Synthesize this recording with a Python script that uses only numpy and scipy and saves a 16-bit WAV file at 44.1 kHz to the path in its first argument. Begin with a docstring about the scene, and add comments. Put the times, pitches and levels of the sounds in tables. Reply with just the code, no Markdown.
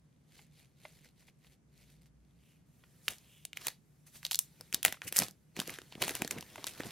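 """Peeling plastic wrap off a device

Close to the microphone, gloved hands turn a coiled cable over a desk, then peel a thin film off a device.
The film comes away in tugs that swell, rustle and fade, and its creases buckle in very short snaps.
The device knocks dully in the grip, and the desk bounces each snap straight back.
Behind it all lies a small, quiet room with a low hum."""
import sys
import numpy as np
from scipy import signal
from scipy.fft import rfft, irfft
from scipy.io import wavfile
from scipy.ndimage import uniform_filter1d, minimum_filter1d

SR = 44100
rng = np.random.default_rng(int(sys.argv[2]) if len(sys.argv) > 2 else 0)


def master(y):
    """Save y as 16-bit WAV."""
    cut = np.clip(np.atleast_2d(y).T, -1, 1)
    pcm = np.round(cut * 32767)  # scale
    wavfile.write(sys.argv[1], SR, pcm.astype(np.int16))


N = 304731
TIME = np.arange(N) / SR

# All levels in the tables are relative: the functions turn them up or down further.
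# The tone of each noise. Each row: frequency in Hz, level in dB.
ROOM_SPECTRUM = [(15, -57), (25, -36), (44, -16), (66, -3), (87, -14), (145, -1), (190, -13), (229, -10),
                 (344, -19), (439, -20.5), (863, -29.5), (2220, -33.5), (2840, -38.5), (11000, -43.5),
                 (16000, -55)]
GLOVE_SPECTRUM = [(150, -2.5), (500, -2), (1200, -11.5), (2050, -0.5), (2900, -2), (4300, -0.5), (5300, -9),
                  (7500, -8), (11000, -6), (16000, -9.5)]
GRIP_SPECTRUM = [(35, -34), (90, -3.5), (240, -6), (400, -7.5), (750, -14), (1400, -20), (4000, -40.5)]
RUSTLE_SPECTRUM = [(200, -39), (600, -4), (1000, -8.5), (1900, -0.5), (2800, -2.5), (4200, -1), (6000, -14),
                   (12000, -45)]
HISS_SPECTRUM = [(1500, -28.5), (3500, -12), (5200, -8), (8000, -4), (12500, -1.5), (16000, -3)]
# How alike left and right are. Each row: frequency in Hz, likeness from 0 (unrelated) to 1 (the same).
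ROOM_TONE_LIKENESS = [(40, 0.8), (120, 0.8), (300, 0.4), (700, 0.22), (3000, 0.2), (7000, 0), (15000, .2)]
CLOSE_LIKENESS = [(50, 0.8), (250, 0.92), (700, 0.92), (3000, 1), (5000, 0.8), (7500, 0.06), (15000, 1)]
# How long the room rings. Each row: frequency in Hz, seconds to fade by 60 dB.
ROOM_DECAY = [(200, 0.47), (1000, 0.15), (4000, 0.21), (14000, 0.098)]
# A deep tone swells and fades. Each row: time in seconds, level in dB.
DRONE_LEVELS = [(1.0, -84), (1.5, -78), (1.95, -69), (2.28, -70), (2.42, -84)]
# Gloves stroke the cable. Each row: middle in seconds, length in seconds, level in dB.
GLOVE_STROKES = [(0.378, 0.12, -61.5), (0.599, 0.12, -64.5), (0.865, 0.13, -62.5), (0.96, 0.11, -64.5),
                 (1.057, 0.065, -64), (1.214, 0.072, -65), (1.283, 0.033, -62.5), (1.461, 0.087, -67.5),
                 (1.528, 0.044, -67.5), (1.808, 0.12, -65), (1.912, 0.11, -67), (2.028, 0.036, -71.5),
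                 (2.067, 0.03, -70), (2.456, 0.41, -77)]
# Soft taps of cable and fingers. Each row: start in seconds, level in dB, pitch in Hz.
CABLE_TAPS = [(0.39, -45.5, 824), (0.851, -35.5, 612), (1.056, -52, 480), (1.222, -58, 1460),
              (1.282, -46.5, 1970), (1.445, -53.5, 2030), (2.837, -47, 2270), (4.942, -39, 1040),
              (4.969, -48.5, 1370), (5.067, -52.5, 560), (6.113, -34, 920), (6.579, -37.5, 615)]
# The device shifts in the grip. Each row: middle in seconds, length in seconds, level in dB.
GRIP_RUBS = [(3.109, 0.058, -55.5), (3.613, 0.036, -60), (3.674, 0.027, -45.5), (4.612, 0.019, -55.5),
             (4.782, 0.066, -60.5), (4.879, 0.042, -43), (5.061, 0.031, -49.5), (5.129, 0.024, -51.5),
             (5.216, .06, -40), (5.596, 0.056, -44.5), (5.713, 0.081, -49.5), (5.988, 0.034, -49.5),
             (6.031, 0.039, -36.5), (6.088, 0.069, -43.5), (6.153, 0.022, -47), (6.203, 0.022, -43),
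             (6.222, 0.016, -36.5), (6.253, 0.018, -48), (6.327, 0.03, -45.5), (6.369, 0.071, -45),
             (6.593, 0.023, -46.5), (6.806, 0.019, -45), (6.862, 0.026, -42)]
# Hollow bumps of the device and loose film. Each row: start in seconds, level in dB, pitch in Hz.
DEVICE_BUMPS = [(4.7273, -41, 193), (4.7409, -27.5, 226), (4.878, -53, 170), (4.926, -38, 201),
                (5.071, -36, 272), (5.197, -34.5, 210), (5.572, -30, 256), (5.59, -21, 228),
                (5.615, -32.5, 250), (5.681, -29, 336), (5.787, -35, 333), (5.955, -31.5, 222),
                (6.021, -26, 225), (6.108, -26, 290), (6.2203, -19.5, 228), (6.251, -31, 300),
                (6.363, -27.5, 226), (6.801, -21, 306), (6.857, -25, 240)]
# Stretched film slips over the edge of the casing.
# Each row: middle in seconds, length in seconds, ring level in dB, hiss level in dB, pitch in Hz.
FILM_RASPS = [(2.494, 0.18, -76.5, -74, 2770), (3.354, 0.21, -67, -66.5, 3000),
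              (5.032, 0.014, -52.5, -63.5, 1550), (5.082, 0.021, -44, -38, 2570),
              (5.151, 0.05, -54, -52.5, 2520)]
# Film drags on the casing, harder once it hangs loose. Each row: time in seconds, level in dB.
FILM_DRAG = [(2.66, -87.5), (2.78, -77.5), (3.2, -69.5), (3.43, -81), (3.51, -91), (4.05, -81.5),
             (4.22, -79), (4.66, -68.5), (5.0, -79), (5.53, -86.5), (5.66, -69.5), (5.88, -67), (6.1, -65),
             (6.55, -59), (6.75, -54.5), (6.9, -53)]
# Tugs at the film. Each row: peak time in seconds, swell time in seconds, rustle in dB, hiss in dB.
FILM_TUGS = [(3.066, 0.056, -71.5, -57.5), (3.108, 0.03, -49, -44.5), (3.571, 0.028, -54, -56.5),
             (3.612, 0.017, -51, -50.5), (3.666, 0.047, -44.5, -42.5), (4.069, 0.0077, -62.5, -55.5),
             (4.16, 0.044, -55.5, -50), (4.256, 0.037, -52, -49.5), (4.323, 0.014, -58, -39.5),
             (4.394, 0.0038, -61, -41), (4.74, 0.0072, -46, -58.5), (4.852, 0.014, -40, -33),
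             (4.931, 0.014, -54.5, -53.5), (5.04, 0.023, -55.5, -51), (5.168, .022, -42, -27.5),
             (5.214, 0.064, -34.5, -34.5), (5.568, .012, -46.5, -47.5), (5.596, 0.017, -40.5, -41.5),
             (5.69, 0.036, -51, -48), (5.744, 0.13, -47, -50.5), (5.787, 0.011, -61, -77),
             (5.924, 0.013, -54, -76), (6.021, 0.017, -33, -34), (6.091, 0.061, -41, -37.5),
             (6.156, 0.022, -42, -43.5), (6.2, .02, -51.5, -63), (6.222, 0.022, -45.5, -48.5),
             (6.254, 0.019, -53, -55.5), (6.314, .008, -46, -47.5), (6.38, 0.04, -52, -68),
             (6.677, 0.037, -47.5, -45), (6.799, 0.015, -46, -51), (6.865, 0.03, -48.5, -48)]
# Creases buckle. Each row: start in seconds, levels in dB of ring, tick, flex and air push, pitch in Hz.
CREASE_SNAPS = [(3.0816, -27, -34, -33, -45, 2760), (3.0853, -46, -35, -47, -70, 4600),
                (3.184, -71, -56, -73, -85, 5500), (3.4519, -45.5, -37.5, -84, -58, 3100),
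                (3.5313, -42, -52, -68, -74, 2800), (3.572, -37, -40.5, -73, -55, 2420),
                (3.6692, -35.5, -28, -41.5, -61, 2550), (3.683, -34.5, -30, -38, -57, 4080),
                (4.2304, -50.5, -54, -62, -70, 1840), (4.251, -29, -35, -80, -86, 4050),
                (4.2655, -40.5, -42, -58, -81, 3760), (4.3114, -42, -31.5, -43, -72, 3800),
                (4.313, -31.5, -50, -77, -67, 3300), (4.3178, -38, -33, -44.5, -70, 4330),
                (4.331, -35, -37.5, -76, -84, 3900), (4.3457, -29.5, -32, -49.5, -69, 4100),
                (4.3558, -42, -30, -59, -77, 4060), (4.3902, -35.5, -19.5, -44.5, -57, 3800),
                (4.61, -48.5, -46, -56.5, -50, 5100), (4.727, -45, -38.5, -42.5, -49, 2550),
                (4.7383, -41.5, -40, -47, -56, 4740), (4.745, -30.5, -22, -40, -55, 3500),
                (4.8298, -35.5, -29, -53, -82, 3220), (4.85, -18.5, -10.5, -21, -27, 2670),
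                (4.8612, -48, -31, -32, -39.5, 2700), (4.881, -34.5, -37, -38, -42.5, 3280),
                (4.9251, -41, -36, -38.5, -43.5, 3080), (5.0185, -37.5, -53.5, -47, -54, 2080),
                (5.1253, -42.5, -32.5, -46, -46.5, 2600), (5.1625, -35.5, -30.5, -45.5, -45, 2370),
                (5.183, -46, -28, -37, -46, 3560), (5.189, -30.5, -16.5, -39, -40, 4640),
                (5.2, -38.5, -30.5, -48, -34.5, 3270), (5.221, -36, -33, -36.5, -34.5, 2680),
                (5.2344, -40.5, -38.5, -44.5, -58, 3800), (5.2838, -49, -45.5, -58, -54, 3660),
                (5.31, -61, -53.5, -73.5, -82.5, 5030), (5.566, -52, -46.5, -44, -62, 2770),
                (5.5921, -40.5, -44, -46, -39, 2850), (5.601, -31, -33.5, -41, -61, 3340),
                (5.617, -51, -47, -42, -65, 2680), (5.676, -49, -39.5, -69, -52, 2900),
                (5.6954, -44, -51, -45, -52, 2280), (5.7032, -54, -42.5, -55, -70, 4570),
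                (5.787, -55.5, -48.5, -43.5, -51, 2740), (5.8174, -52, -57, -55, -53, 3320),
                (5.924, -48.5, -57, -64, -53, 3080), (5.953, -52.5, -57.5, -51.5, -57.5, 2840),
                (6.02, -34.5, -30, -54, -48, 2120), (6.0242, -27.5, -33, -33.5, -53, 2770),
                (6.0801, -41, -36.5, -43, -36, 2800), (6.094, -36, -38, -37, -47, 3100),
                (6.1522, -38.5, -32.5, -45, -43, 3000), (6.22, -34, -33, -43, -38, 2170),
                (6.2479, -42, -43, -43.5, -38, 4050), (6.2769, -46.5, -39.5, -43, -57, 3500),
                (6.3089, -40.5, -37.5, -55, -53, 2080), (6.3108, -41, -31.5, -44.5, -56, 2100),
                (6.385, -48, -48, -50, -64, 2230), (6.409, -52, -44, -64, -60, 4330),
                (6.4263, -49, -54, -59, -51, 2900), (6.5581, -49.5, -50, -45, -64, 2140),
                (6.6425, -39.5, -40.5, -45, -52, 3630), (6.6686, -40.5, -35.5, -45, -48, 3650),
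                (6.675, -40.5, -55, -56, -53, 3500), (6.805, -60, -50, -39, -50, 2420),
                (6.835, -46, -66, -50, -47, 3800)]
# How well the microphone hears each pitch. Each row: frequency in Hz, gain in dB.
MIC_RESPONSE = [(1000, 0), (1400, -0.5), (2700, 0), (4000, -1.5), (6000, 3.5), (10000, 1), (13000, -1),
                (15500, -3), (16500, -18)]
# How far the left channel runs ahead of the right. Each row: frequency in Hz, phase in radians.
LEFT_PHASE_LEAD = [(4000, 0.23), (6500, 0.1), (8500, 1.7), (11500, 1), (14000, 2.1)]


def amp(db):
    """Turns decibels into a gain to multiply by."""
    return 10 ** (np.asarray(db) / 20)


def unit(x):
    """Scales a signal so its average strength (rms) is 1."""
    return x / np.sqrt(np.mean(x ** 2) + 1e-20)


def read(points, hz):
    """Looks up a table by frequency, gliding between its rows on a log scale."""
    row_hz, value = np.transpose(points)
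    return np.interp(np.log(hz + 1), np.log(row_hz + 1), value)


def level(rows):
    """Gain over time from a table; silent outside it, unless it runs to the end of the scene."""
    times, db = np.transpose(rows)
    after_db = db[-1] if times[-1] > TIME[-1] - .1 else -120
    return amp(np.interp(TIME, times, db, left=-120, right=after_db))


def arch(middle_s, length_s, edge_db=-9, firmness=2):
    """A smooth rise and fall that passes edge_db at both ends; firmer means steeper edges."""
    distance = abs(2 * (TIME - middle_s) / length_s)
    return amp(edge_db * np.minimum(distance ** firmness, 20))


def add(mix, start_s, sound):
    """Adds a sound to the mix at its start time."""
    part = mix[:, round(start_s * SR):][:, :sound.shape[-1]]
    part += sound[..., :part.shape[1]]


def highpass(x, edge_hz, order=2):
    """Turns down everything below edge_hz."""
    return signal.sosfilt(signal.butter(order, edge_hz, "high", fs=SR, output="sos"), x)


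def flatten(burst, share=0.7):
    """Evens out the chance peaks and dips in the spectrum of a short burst."""
    spectrum = rfft(burst)
    return irfft(spectrum / (abs(spectrum) + 1e-9) ** share)


def stereo(left, other, likeness):
    """Makes left and right from two unrelated signals; the right borrows some of the left."""
    return np.array([left, likeness * left + np.sqrt(1 - likeness ** 2) * other])


def colour(pair, spectrum, likeness=CLOSE_LIKENESS):
    """Gives a pair of noises a tone and a stereo width."""
    hz = np.fft.rfftfreq(N, 1 / SR)
    channels = stereo(*rfft(pair), read(likeness, hz))
    return unit(irfft(channels * amp(read(spectrum, hz)), N))


def kicks(per_s, spread_db, cap):
    """Spikes at random times, mostly small; the biggest are cap * spread_db above the smallest."""
    sizes = amp(spread_db * np.minimum(rng.exponential(1, N), cap))
    return sizes * (rng.random(N) < per_s / SR)


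def slips(per_s, spread_db, smooth, decay_s):
    """The flickering strength of rubbing: tiny uneven slips on top of a smooth share."""
    fade = np.exp(-2 / (decay_s * SR))
    power = signal.lfilter([1], [1, -fade], kicks(per_s, spread_db, cap=4) ** 2)
    return np.sqrt(smooth + (1 - smooth) * power / power.mean())


def friction(grain, spectrum, patchy_db):
    """Noise let out by the slips; its tone keeps shifting as the point of contact moves."""
    bands = signal.stft(rng.standard_normal((2, N)), nperseg=512)[2]
    patches = uniform_filter1d(rng.standard_normal(bands.shape[1:]), size=9, axis=0)  # blur over pitch
    patches = unit(uniform_filter1d(patches, size=5, axis=1))  # blur over time
    noise = signal.istft(bands * amp(patchy_db * patches), nperseg=512)[1][:, :N]
    return colour(grain * noise, spectrum)


def room_tone(rumble_db=-67.5, hum_hz=150, hum_width_hz=26, hum_db=-69.5):
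    """Steady rumble and faint hiss, with one low note of the room humming in it."""
    resonance = signal.iirpeak(hum_hz, hum_hz / hum_width_hz, fs=SR)
    hum = signal.lfilter(*resonance, rng.standard_normal(N))
    hum = signal.sosfilt(signal.butter(2, 2 * hum_hz, fs=SR, output="sos"), hum)
    rumble = colour(rng.standard_normal((2, N)), ROOM_SPECTRUM, ROOM_TONE_LIKENESS)
    return amp(rumble_db) * rumble + amp(hum_db) * unit(hum)


def drone(pitch_hz=57.6, waver_hz=1.0):
    """A faint deep tone that wavers a little."""
    waver = unit(uniform_filter1d(rng.standard_normal(N), SR // 5))
    cycles = np.cumsum(pitch_hz + waver_hz * waver) / SR
    return level(DRONE_LEVELS) * unit(np.sin(2 * np.pi * cycles))


def room_echo(sound, echo_db=-19, build_s=0.0079):
    """The room adds a weak wash of echoes, each pitch dying at its own speed."""
    hz, t, bands = signal.stft(rng.standard_normal((2, SR // 2)), SR, nperseg=256)
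    bands = stereo(*bands, read(CLOSE_LIKENESS, hz)[:, None])
    fade = amp(-60 * t / read(ROOM_DECAY, hz)[:, None])
    tail = signal.istft(bands * fade, SR, nperseg=256)[1]
    tail *= np.minimum(np.arange(tail.shape[1]) / (build_s * SR), 1)
    return amp(echo_db) * signal.fftconvolve(sound, tail / np.linalg.norm(tail[0]), axes=1)[:, :N]


def gloves(hold_db=-85, hold_end_s=1.55):
    """Fabric scratches over the cable in firm strokes, and stirs faintly while the hands turn it."""
    grain = slips(per_s=450, spread_db=3.3, smooth=0.42, decay_s=.001)
    power = sum((amp(db) * arch(middle_s, length_s, edge_db=-7.5, firmness=1.5)) ** 2
                for middle_s, length_s, db in GLOVE_STROKES)
    power += amp(hold_db) ** 2 * (TIME < hold_end_s)
    return np.sqrt(power) * friction(grain, GLOVE_SPECTRUM, patchy_db=1.8)


def cable_taps(scuff_s=0.0041, scuff_gain=1.78, ring_cycles=4.8, ring_db=-8, clack_hz=2078, clack_db=-3):
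    """Each tap is a short scuff, a ring and a plastic clack; high taps die sooner."""
    out, t = np.zeros((2, N)), np.arange(2000) / SR
    scuff_band = signal.butter(3, [500, 3200], "band", fs=SR, output="sos")
    swell = lambda length_s: t / length_s * np.exp(1 - 2 * t / length_s)
    for start_s, db, hz in CABLE_TAPS:
        scuff = signal.sosfilt(scuff_band, rng.standard_normal(len(t))) * swell(scuff_s)
        tones = np.sin(2 * np.pi * hz * t) + amp(clack_db) * np.sin(2 * np.pi * clack_hz * t)
        ring = tones * swell(ring_cycles / hz)
        add(out, start_s, amp(db) * (scuff_gain * scuff + amp(ring_db) * ring))
    return out


def grip_rubs(gain_db=-3, drag_db=-2):
    """The device rubs dully in the hands, when the grip shifts and while the film drags."""
    grain = slips(per_s=420, spread_db=1.2, smooth=0.35, decay_s=0.004)
    power = sum((amp(db) * arch(middle_s, length_s)) ** 2 for middle_s, length_s, db in GRIP_RUBS)
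    power += (amp(drag_db) * level(FILM_DRAG)) ** 2
    return amp(gain_db) * np.sqrt(power) * friction(grain, GRIP_SPECTRUM, patchy_db=2.2)


def device_bumps(rise_s=0.0013, decay_s=0.0021, upper_ratio=1.6, upper_db=-6, low_hz=90):
    """Each bump rings two low notes that die at once; the small body gives off no deep bass."""
    out, t = np.zeros((2, N)), np.arange(3000) / SR
    envelope = (1 - np.exp(-t / rise_s)) * np.exp(-t / decay_s)
    for start_s, db, hz in DEVICE_BUMPS:
        lower = np.sin(2 * np.pi * hz * t)
        upper = amp(upper_db) * np.sin(2 * np.pi * (hz * upper_ratio * t + rng.random()))
        add(out, start_s, amp(db) * highpass((lower + upper) * envelope, low_hz))
    return out


def film_rasps(damping_hz=1600):
    """Fast, even slips make the tight film ring around one pitch and hiss until the slipping stops."""
    grain = slips(per_s=800, spread_db=1.5, smooth=0.42, decay_s=.001)
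    drive = grain * rng.standard_normal(N)
    hiss = friction(grain, HISS_SPECTRUM, patchy_db=1.5)
    out = np.zeros((2, N))
    for middle_s, length_s, ring_db, hiss_db, hz in FILM_RASPS:
        pole = np.exp(np.pi * (2j * hz - damping_hz) / SR)
        ring = unit(signal.lfilter([1], np.poly([pole] * 3), drive).real)  # three resonators in a row
        out += arch(middle_s, length_s) * (amp(ring_db) * ring + amp(hiss_db) * hiss)
    return out


def crackle(low_hz=1500, high_hz=6000, pitches=16, ring_s=0.00015):
    """Small creases of many pitches flip at random, a few much louder than the rest."""
    flips = kicks(per_s=480, spread_db=3.5, cap=3)
    crease = rng.integers(0, pitches, N)
    out, t = np.zeros(N), np.arange(256) / SR
    for k, hz in enumerate(np.geomspace(low_hz, high_hz, pitches)):
        ring = np.sin(2 * np.pi * hz * t) * t * np.exp(-2 * t / ring_s)
        out += signal.oaconvolve(flips * (crease == k), ring)[:N]
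    return unit(out)


def tugs(swell_db=20, fade_db_per_s=340):
    """Gains of rustle and hiss over time: each tug swells at its own pace, and all fade equally fast."""
    power = np.zeros((2, N))
    for peak_s, swell_s, rustle_db, hiss_db in FILM_TUGS:
        near = abs(TIME - peak_s) < .5
        t = TIME[near] - peak_s
        shape = amp(np.minimum(swell_db * t / swell_s, -fade_db_per_s * t))
        power[:, near] += np.outer(amp([rustle_db, hiss_db]), shape) ** 2
    return np.sqrt(power)


def peeling(rustle_db=-2.5, hiss_db=-0.5, crackle_db=-50, half_pull_db=-54, pivot_db=-63):
    """Film drags over the casing: a smooth hiss when slow, grainy and crackling when pulled harder."""
    tug_rustle, tug_hiss = tugs()
    drag = level(FILM_DRAG)
    drag_hiss = amp(pivot_db) * (drag / amp(pivot_db)) ** 0.7  # hiss grows more slowly than rustle
    rustle_gain, hiss_gain = np.hypot(tug_rustle, drag), np.hypot(tug_hiss, drag_hiss)
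    pull = rustle_gain / (rustle_gain + amp(half_pull_db))  # 0 at rest, near 1 in a hard tug
    grain = slips(per_s=800, spread_db=4.2, smooth=1 - 0.94 * pull, decay_s=0.0004)
    rustle = rustle_gain * friction(grain, RUSTLE_SPECTRUM, patchy_db=2.6)
    hiss = hiss_gain * friction(grain, HISS_SPECTRUM, patchy_db=1.8)
    return amp(rustle_db) * rustle + amp(hiss_db) * hiss + amp(crackle_db) * pull ** 2 * crackle()


def shiver_and_bounce(sound, shiver_db=-8, shiver_s=0.0028, bounce_db=-13, bounce_s=0.0012):
    """After a snap the loose film shivers for a moment, and the desk bounces the sound back."""
    t = np.arange(700) / SR
    shiver = rng.standard_normal((3, len(t))) * np.exp(-t / shiver_s)
    side_treble = np.diff(shiver[1:], axis=1, prepend=0)  # different on the left and right
    path = amp(shiver_db) * unit(shiver[0] + 0.62 * side_treble) / np.sqrt(len(t))
    path[:, 0] = 1  # the direct sound
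    path[:, round(bounce_s * SR * rng.uniform(.8, 1.2))] += amp(bounce_db)
    return signal.fftconvolve(sound, path, axes=1)


def snap(ring_db, tick_db, flex_db, push_db, hz, tick_s=0.00016, level_window_s=0.004):
    """One crease flips: a tiny ring, a bright tick, a lower flex of the film and a push of air."""
    t = np.arange(512) / SR
    at_level = lambda x, db: amp(db) * unit(x) * np.sqrt(level_window_s * SR / len(t))
    ping = lambda pitch_hz, decay_s: np.sin(2 * np.pi * pitch_hz * t) * np.exp(-t / decay_s)
    ring = highpass(t * ping(hz, decay_s=0.00017), 1300)
    flex = highpass(ping(1350 * rng.uniform(0.56, 1.91), decay_s=0.00051), 800)
    burst = rng.standard_normal((3, len(t))) * (1 - np.exp(-t * hz * 2)) * np.exp(-t / tick_s)
    grit = flatten(burst) * np.exp(-t / (4 * tick_s))
    edge_hz = np.clip(6200 * 2 ** ((tick_db + 34) / 45), 3000, 12000)  # harder ticks are brighter
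    tick = highpass(grit[0] + 0.38 * grit[1:], edge_hz)  # short waves reach each side differently
    push = highpass(ping(470 * rng.uniform(0.54, 2.1), decay_s=0.0007), 260, order=3)
    body = at_level(ring, ring_db) + at_level(flex, flex_db) + at_level(push, push_db)
    return rng.choice([-1, 1]) * body + at_level(tick, tick_db)


def buckling_creases(gain_db=-0.5, second_db=-6, thin_db=-5, gap_s=0.0015):
    """Each crease gives way in two quick steps; the second is weaker and thinner."""
    out = np.zeros((2, N))
    for start_s, ring_db, tick_db, flex_db, push_db, hz in CREASE_SNAPS:
        first = snap(ring_db, tick_db, flex_db, push_db, hz)
        add(out, start_s, shiver_and_bounce(first))
        second = snap(ring_db + thin_db, tick_db, flex_db + thin_db, push_db + thin_db, hz)
        add(out, start_s + gap_s * rng.uniform(0.76, 1.3), amp(second_db) * shiver_and_bounce(second))
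    return amp(gain_db) * out


def scene():
    """The film, the device and the gloved hands, together in the room."""
    film = buckling_creases() + peeling() + film_rasps()
    close = film + grip_rubs() + device_bumps() + gloves() + cable_taps()
    return close + room_echo(close) + room_tone() + drone()


def record(dry, balance_db=-0.12, top_hz=16500):
    """The microphone's two sides hear the treble out of step; big peaks and the very top are cut back."""
    hz = np.fft.rfftfreq(N, 1 / SR)
    half_lead = np.exp(.5j * read(LEFT_PHASE_LEAD, hz))
    sides = np.array([half_lead * amp(balance_db), amp(-balance_db) / half_lead])
    heard = irfft(rfft(dry) * amp(read(MIC_RESPONSE, hz)) * sides, N)
    # A limiter turns the gain down for a few milliseconds around any peak above full scale.
    safe_gain = minimum_filter1d(1 / np.maximum(abs(heard).max(0), 1), size=101)
    limited = heard * uniform_filter1d(safe_gain, size=101)
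    lowpass = signal.firwin(255, top_hz, window=("kaiser", 8), fs=SR)
    return signal.oaconvolve(limited, lowpass[None], "same")


dry = scene()
out = record(dry)
master(out)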